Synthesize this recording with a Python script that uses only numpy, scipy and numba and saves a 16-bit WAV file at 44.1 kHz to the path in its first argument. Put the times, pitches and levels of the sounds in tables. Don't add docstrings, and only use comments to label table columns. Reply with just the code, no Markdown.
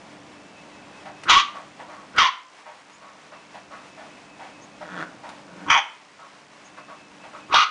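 import sys
import numpy as np
from scipy import signal
from scipy.fft import rfft, irfft
from scipy.io import wavfile
from scipy.ndimage import uniform_filter1d, map_coordinates
from numba import njit

SR = 44100
rng = np.random.default_rng(int(sys.argv[2]) if len(sys.argv) > 2 else 0)


def generate_wav(sig):
    pcm = np.round(np.clip(np.atleast_2d(sig).T, -1, 1) * 32767).astype(np.int16)
    wavfile.write(sys.argv[1], SR, pcm)


N = 339570
T = np.arange(N) / SR

# frequency_hz, relative_level_db
HUM_SPECTRUM = [(25, -31), (75, -17), (120, -12.5), (160, -9.5), (250, -6.5), (330, -8.5), (450, -13),
                (600, -8), (900, -14)]
# frequency_hz, amplitude_db (against the broadband hum)
HUM_TONES = [(150, -12.5), (198, -8), (298, -3.5)]
# frequency_hz, relative_level_db
HISS_SPECTRUM = [(240, -15), (400, -5), (496, -4), (1100, 2), (1270, -2.5), (1500, -2), (1650, -3),
                 (2240, -3), (4060, -11), (6770, -16), (10000, -24), (13000, -106), (22000, -120)]
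# start_s, length_s, mean_level_db
SQUEAK_SPELLS = [(0.185, 1.34, -58.5), (3.165, 1.8, -58.5), (6.441, 2.1, -58.5)]
# start_s, peak_level_db, centre_pitch_hz
BIRD_CHIRPS = [(2.91, -55, 6600), (4.6, -50, 6430), (6.629, -51, 6600)]
# start_s, onset_level_db
MOUTH_AND_CLAW_CLICKS = [(1.235, -31), (2.163, -33), (2.596, -52), (2.898, -43.5), (5.291, -35)]
# start_s, level_db, mouth_resonance_hz, decay_s
BREATH_HUFFS = [(1.051, -37, 760, 0.067), (1.544, -36, 1150, 0.062), (1.79, -37, 880, 0.051),
                (1.882, -41.5, 1150, 0.13), (2.655, -41, 890, 0.072), (3.011, -46, 1150, 0.16),
                (3.317, -41, 1150, 0.052), (3.541, -38.5, 736, 0.045), (3.709, -39.5, 1190, 0.091),
                (3.973, -41, 700, 0.087), (4.391, -40.5, 760, 0.11), (4.805, -35.5, 674, 0.045),
                (5.23, -39, 866, 0.097), (6.186, -45, 1230, 0.11), (6.769, -39.5, 1140, 0.041),
                (6.882, -40.5, 1180, 0.062), (7.232, -42, 720, 0.061), (7.332, -39.5, 1240, 0.064)]
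# frequency_hz, relative_level_db
HUFF_SPECTRUM = [(400, -24), (560, -2.5), (1200, -7), (1700, -8), (2600, -17), (6000, -31.5)]
# peak_s, peak_level_db, swell_db_per_s, upper_edge_hz
LOW_GRUMBLES = [(5.03, -30, 80, 9000), (5.68, -41, 42, 500)]
# frequency_hz, relative_level_db
GRUMBLE_SPECTRUM = [(110, -24), (170, 3.5), (300, 4.5), (400, -10), (520, 0), (1100, -2), (1500, 4),
                    (1850, -2), (2200, -11.5), (3000, -15), (3500, -12), (3900, -20), (8000, -27.5)]
# burst_s, attack_s, length_s, level_db, sag_db, start_pitch_hz, middle_pitch_hz, end_pitch_hz,
# upper_throat_db, initial_roughness (0-1), hum_dip_db (before the hum's recovery is applied)
BARK_EVENTS = [ (1.283, .015, .12, -7, 8.5, 443, 356, 395, -.5, 0.6, 4.5),
               (2.176, .007, 0.098, -10, 8, 469.9, 350, 338, -1, 0.57, 23),
               (5.692, 0.01094, .093, -11, 7, 376.7, 350, 272, 3.5, 0.85, 19),
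               (7.523, .021, 0.11, -10.5, 3, 379.3, 404, 410, -3.5, 0.59, 16)]
# frequency_hz, relative_level_db
BARK_THROATS = [
    [(1550, -21), (1900, 0), (2300, 2), (2600, 3.5), (3300, 5), (3800, 1), (4300, -5.5), (5400, -9.5),
     (6300, -8), (7200, -18), (8000, -30.5)],
    [(1550, -18), (1850, 0), (2200, 2), (2500, -5.5), (3150, 2), (3600, -5.5), (4200, -10.5), (5900, -12),
     (6800, -23.5), (7600, -35.5)],
    [(1600, -8), (1850, -4), (2450, 0), (2780, -10), (3150, 1.5), (3450, -7), (3700, -24), (4300, -26.5),
     (4850, -19), (5300, -26), (5800, -12.5), (6400, -20), (7500, -40)],
    [(1650, -21), (2000, 0), (2600, 2.5), (3300, 2), (3900, -2.5), (4500, -4), (5100, -11), (5900, -7.5),
     (6500, -16.5), (7300, -30)],
]
# delay_s, gain
FIRST_ECHOES = [(.0021, 0.098), (.0063, 0.38), (0.0116, .22)]
# frequency_hz, t60_s
REVERBERATION = [(200, 0.44), (1100, 0.39), (2500, 0.37), (6000, 0.29)]

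HUM_DB, HUM_SINK_S, HUM_RECOVER_S = -49.5, .11, 0.84
HISS_DB, BUZZ_DB = -50.5, -64.5
SQUEAK_HZ, SQUEAK_SHARP_HZ, SQUEAK_SETTLE_S = 2590, 129, .35
SQUEAK_TURN_S, SQUEAK_FADE_SHARE = .198, 0.33
GRUMBLE_SWELL_S, GRUMBLE_RELEASE_S, GRUMBLE_RELEASE_DB_PER_S = .21, 0.016, 650
LEAD_S, LEAD_DB, LEAD_DB_PER_S = .04, -23.5, 680
RELEASE_S, RELEASE_DB_PER_S = .07, 750
CLEARING, DULLING_DB = 0.385, 4
PITCH_OCTAVES_PER_DB, TREBLE_DB_PER_DB, JAW_PER_PITCH = 0.45, 0.67, 2.98
TOP_HZ = 10000


def undb(db):
    return 10 ** (np.asarray(db) / 20)


def unit(x):
    return x / np.sqrt(np.mean(x ** 2) + 1e-18)


def steady(x, size=900):
    return x / np.sqrt(np.abs(uniform_filter1d(x * x, size)) + 1e-12)


def walk(rate, count):
    knots = np.arange(count) * rate / SR
    values = rng.standard_normal(int(knots[-1]) + 3)
    return unit(map_coordinates(values, [knots], order=3, mode="nearest"))


def tone(hz):
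    return np.sin(2 * np.pi * np.cumsum(hz) / SR)


def colour(x, points):
    hz, db = np.transpose(points)
    f = np.maximum(np.fft.rfftfreq(len(x), 1 / SR), 1)
    skirts = np.minimum(f / hz[0], 1) ** 2 * np.minimum(hz[-1] / f, 1) ** 2
    gain = undb(np.interp(np.log(f), np.log(hz), db))
    return unit(irfft(rfft(x) * skirts * gain, len(x)))


def band(x, hz, kind, order):
    return signal.sosfilt(signal.butter(order, hz, kind, fs=SR, output="sos"), x)


@njit
def svf(x, hz, width):
    y, band_state, low_state = np.empty(len(x)), 0., 0.
    for i in range(len(x)):
        g, k = np.tan(np.pi * hz[i] / SR), width / hz[i]
        v = (band_state + g * (x[i] - low_state)) / (1 + g * (g + k))
        band_state = 2 * v - band_state
        low_state += 2 * g * v
        y[i] = k * v
    return y


def resonance(x, hz, width):
    hz = np.full(len(x), 1.) * hz
    return svf(svf(x, hz, float(width)), hz, float(width))


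def add(out, start, x):
    i = max(int(start * SR), 0)
    out[i:i + len(x)] += x[:len(out) - i]


def hum_level():
    db = np.full(N, 1.) * HUM_DB
    for burst, *_, dip_db in BARK_EVENTS:
        since = np.maximum(T - burst, 0)
        db = db - dip_db * np.minimum(since / HUM_SINK_S, 1) * np.exp(-since / HUM_RECOVER_S)
    return db


def fan_hum(hum_db):
    hum = colour(rng.standard_normal(N), HUM_SPECTRUM)
    for hz, db in HUM_TONES:
        hum = hum + undb(db + walk(6, N)) * tone(hz * (1 + 0.0132 * walk(30, N)))
    return hum * undb(hum_db)


def air_hiss(hum_db):
    swell_db = hum_db - hum_db.mean()
    level_db = HISS_DB + 0.14 * swell_db + 1.1 * walk(15, N)
    return colour(rng.standard_normal(N), HISS_SPECTRUM) * undb(level_db)


def mains_buzz():
    pulses = np.exp(-(T * 60 % 1) * 6)
    return unit(pulses * resonance(rng.standard_normal(N), 5400, 3400)) * undb(BUZZ_DB)


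def background():
    hum_db = hum_level()
    return fan_hum(hum_db) + air_hiss(hum_db) + mains_buzz()


def squeak():
    out = np.zeros(N)
    for start, length, db in SQUEAK_SPELLS:
        t = np.arange(0, length, 1 / SR)
        turn = np.cos(2 * np.pi * t / SQUEAK_TURN_S + .4 * walk(2, len(t)))
        settling_hz = SQUEAK_HZ + SQUEAK_SHARP_HZ * np.exp(-t / SQUEAK_SETTLE_S)
        hz = settling_hz - 25 * turn + 35 * walk(150, len(t))
        swell_db = 5 * turn + 2 * walk(25, len(t))
        fade = signal.windows.tukey(len(t), SQUEAK_FADE_SHARE)
        add(out, start, tone(hz) * undb(db + swell_db) * fade)
    return out


def birds():
    out, t = np.zeros(N), np.arange(SR // 14) / SR
    for start, db, hz in BIRD_CHIRPS:
        pitch = hz * (1 + 0.78 * (t - t.mean()) + 0.039 * walk(447, len(t)))
        add(out, start, undb(db) * np.hanning(len(t)) * tone(pitch))
    return out


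def click():
    t = np.arange(SR // 20) / SR
    noise = colour(rng.standard_normal(len(t)), [(150, -3), (2000, 1), (8000, -15.0)])
    return np.exp(-t / 0.0059) * noise


def huff(mouth_hz, decay):
    t = np.arange(SR // 2) / SR
    air = rng.standard_normal(len(t))
    mouth = unit(resonance(air, mouth_hz, 330))
    breath = steady(colour(air, HUFF_SPECTRUM) + undb(-3.5) * mouth)
    attack = 1 - np.exp(-t / .004)
    return breath * attack * np.exp(-(t / decay) ** 2)


def folds(hz, rough, jitter, shimmer_db, breath):
    n = len(hz)
    phase = 2 * np.pi * np.cumsum(hz * (1 + jitter * rough ** 1.5 * walk(450, n))) / SR
    harmonics = sum(np.cos(k * phase) for k in range(1, int(8000 / hz.mean())))
    pulses = unit(harmonics) * (1 + rough * np.cos(phase / 2))
    air = unit(rng.standard_normal(n) * (2 + np.cos(phase)))
    air_share = np.clip(breath * rough, 0, 1)
    source = np.sqrt(1 - air_share) * pulses + np.sqrt(air_share) * air
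    return source * undb(shimmer_db * rough * walk(224.9, n)), phase


def grumble(peak_db, swell_db_per_s, edge_hz):
    t = np.arange(-GRUMBLE_SWELL_S, GRUMBLE_RELEASE_S, 1 / SR)
    db = peak_db + np.minimum(swell_db_per_s * t, -GRUMBLE_RELEASE_DB_PER_S * t)
    hz = 172 * (1 + .07 * walk(40, len(t)))
    source, _ = folds(hz, .93, jitter=.12, shimmer_db=2, breath=.95)
    muffled = band(colour(source, GRUMBLE_SPECTRUM), edge_hz, "low", order=1)
    return steady(muffled) * undb(db) * signal.windows.tukey(len(t), .05)


def gesture(attack, length, peak_db, sag_db, pitches, upper_db, rough):
    t = np.arange(-LEAD_S, length + RELEASE_S, 1 / SR)
    progress = np.clip(t / length, 0, 1)
    attack_db = (LEAD_DB - peak_db) * np.clip(1 - t / attack, 0, 1)
    effort_db = attack_db + LEAD_DB_PER_S * np.minimum(t, 0)
    release_db = RELEASE_DB_PER_S * np.maximum(t - length, 0)
    db = peak_db + effort_db - sag_db * progress - release_db
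    aim_hz = np.interp(progress, [0, .5, 1], pitches)
    hz = aim_hz * 2 ** (PITCH_OCTAVES_PER_DB * effort_db)
    treble_db = upper_db + TREBLE_DB_PER_DB * effort_db - DULLING_DB * progress
    roughness = np.clip(rough * (1 - CLEARING * progress), 0, 1)
    return db, hz, JAW_PER_PITCH * aim_hz, treble_db, roughness


def bark(db, hz, jaw_hz, upper_db, rough, throat):
    source, phase = folds(hz, rough, jitter=.09, shimmer_db=3.5, breath=.8)
    closed = 1 / (1 + undb(2 * (np.maximum.accumulate(db) + 29)))
    hum = steady(np.sin(phase) + 2.8 * steady(resonance(source, 330, 270)))
    yap = undb(11.5) * (1 - closed) * (1 - rough) * np.sin(3 * phase)
    jaw = steady(yap + steady(resonance(source, jaw_hz, 374)))
    jaw = band(jaw, 783, "high", order=4)
    upper = colour(source, throat)
    dull = band(upper, 1400, "low", order=1)
    effort = undb((db - db.max()) / 2)
    upper = steady(dull + effort * (upper - dull))
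    voice = steady(jaw + undb(upper_db) * upper)
    return (voice + undb(-3) * closed * hum) * undb(db) * signal.windows.tukey(len(db), .06)


def puppy():
    out = np.zeros(N)
    for start, db in MOUTH_AND_CLAW_CLICKS:
        add(out, start, undb(db) * click())
    for start, db, mouth_hz, decay in BREATH_HUFFS:
        add(out, start, undb(db) * huff(mouth_hz, decay))
    for peak, db, swell_db_per_s, edge_hz in LOW_GRUMBLES:
        add(out, peak - GRUMBLE_SWELL_S, grumble(db, swell_db_per_s, edge_hz))
    for event, throat in zip(BARK_EVENTS, BARK_THROATS):
        burst, attack, length, db, sag_db, *pitches, upper_db, rough, _ = event
        motion = gesture(attack, length, db, sag_db, pitches, upper_db, rough)
        add(out, burst - LEAD_S, bark(*motion, throat))
    return out


def kennel(x):
    t = np.arange(SR * 3 // 4) / SR
    hz, t60 = np.transpose(REVERBERATION)
    f = np.fft.rfftfreq(len(t), 1 / SR)
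    noise = rfft(rng.standard_normal(len(t)))
    tail = np.zeros(len(t))
    for weights, decay in zip(np.eye(len(hz)), t60):
        tail += irfft(noise * np.interp(f, hz, weights), len(t)) * undb(-60 * t / decay)
    tail *= 1 - np.exp(-t / 0.0023)
    response = undb(-9) * tail / np.linalg.norm(tail)
    response[0] += .85
    for delay, gain in FIRST_ECHOES:
        response[int(delay * SR)] += gain
    return signal.fftconvolve(x, response)[:N]


def scene():
    return (background() + squeak() + birds() + kennel(puppy()))[None]


def record(dry):
    power = np.abs(uniform_filter1d(dry ** 2, size=220))
    held = dry / (1 + (power / undb(-4) ** 2) ** 2) ** (1 / 4)
    ceiling = np.where(held > 0, .47, .75)
    excess = held - held / (1 + (held / ceiling) ** 6) ** (1 / 6)
    clipped = held - uniform_filter1d(uniform_filter1d(excess, size=3), size=3)
    thud = undb(-23.0) * band(held ** 2, 35, "low", order=1)
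    out = band(clipped - thud, 15, "high", order=1)
    return signal.sosfilt(signal.ellip(8, .2, 70, TOP_HZ, fs=SR, output="sos"), out)


dry = scene()
out = record(dry)
generate_wav(out)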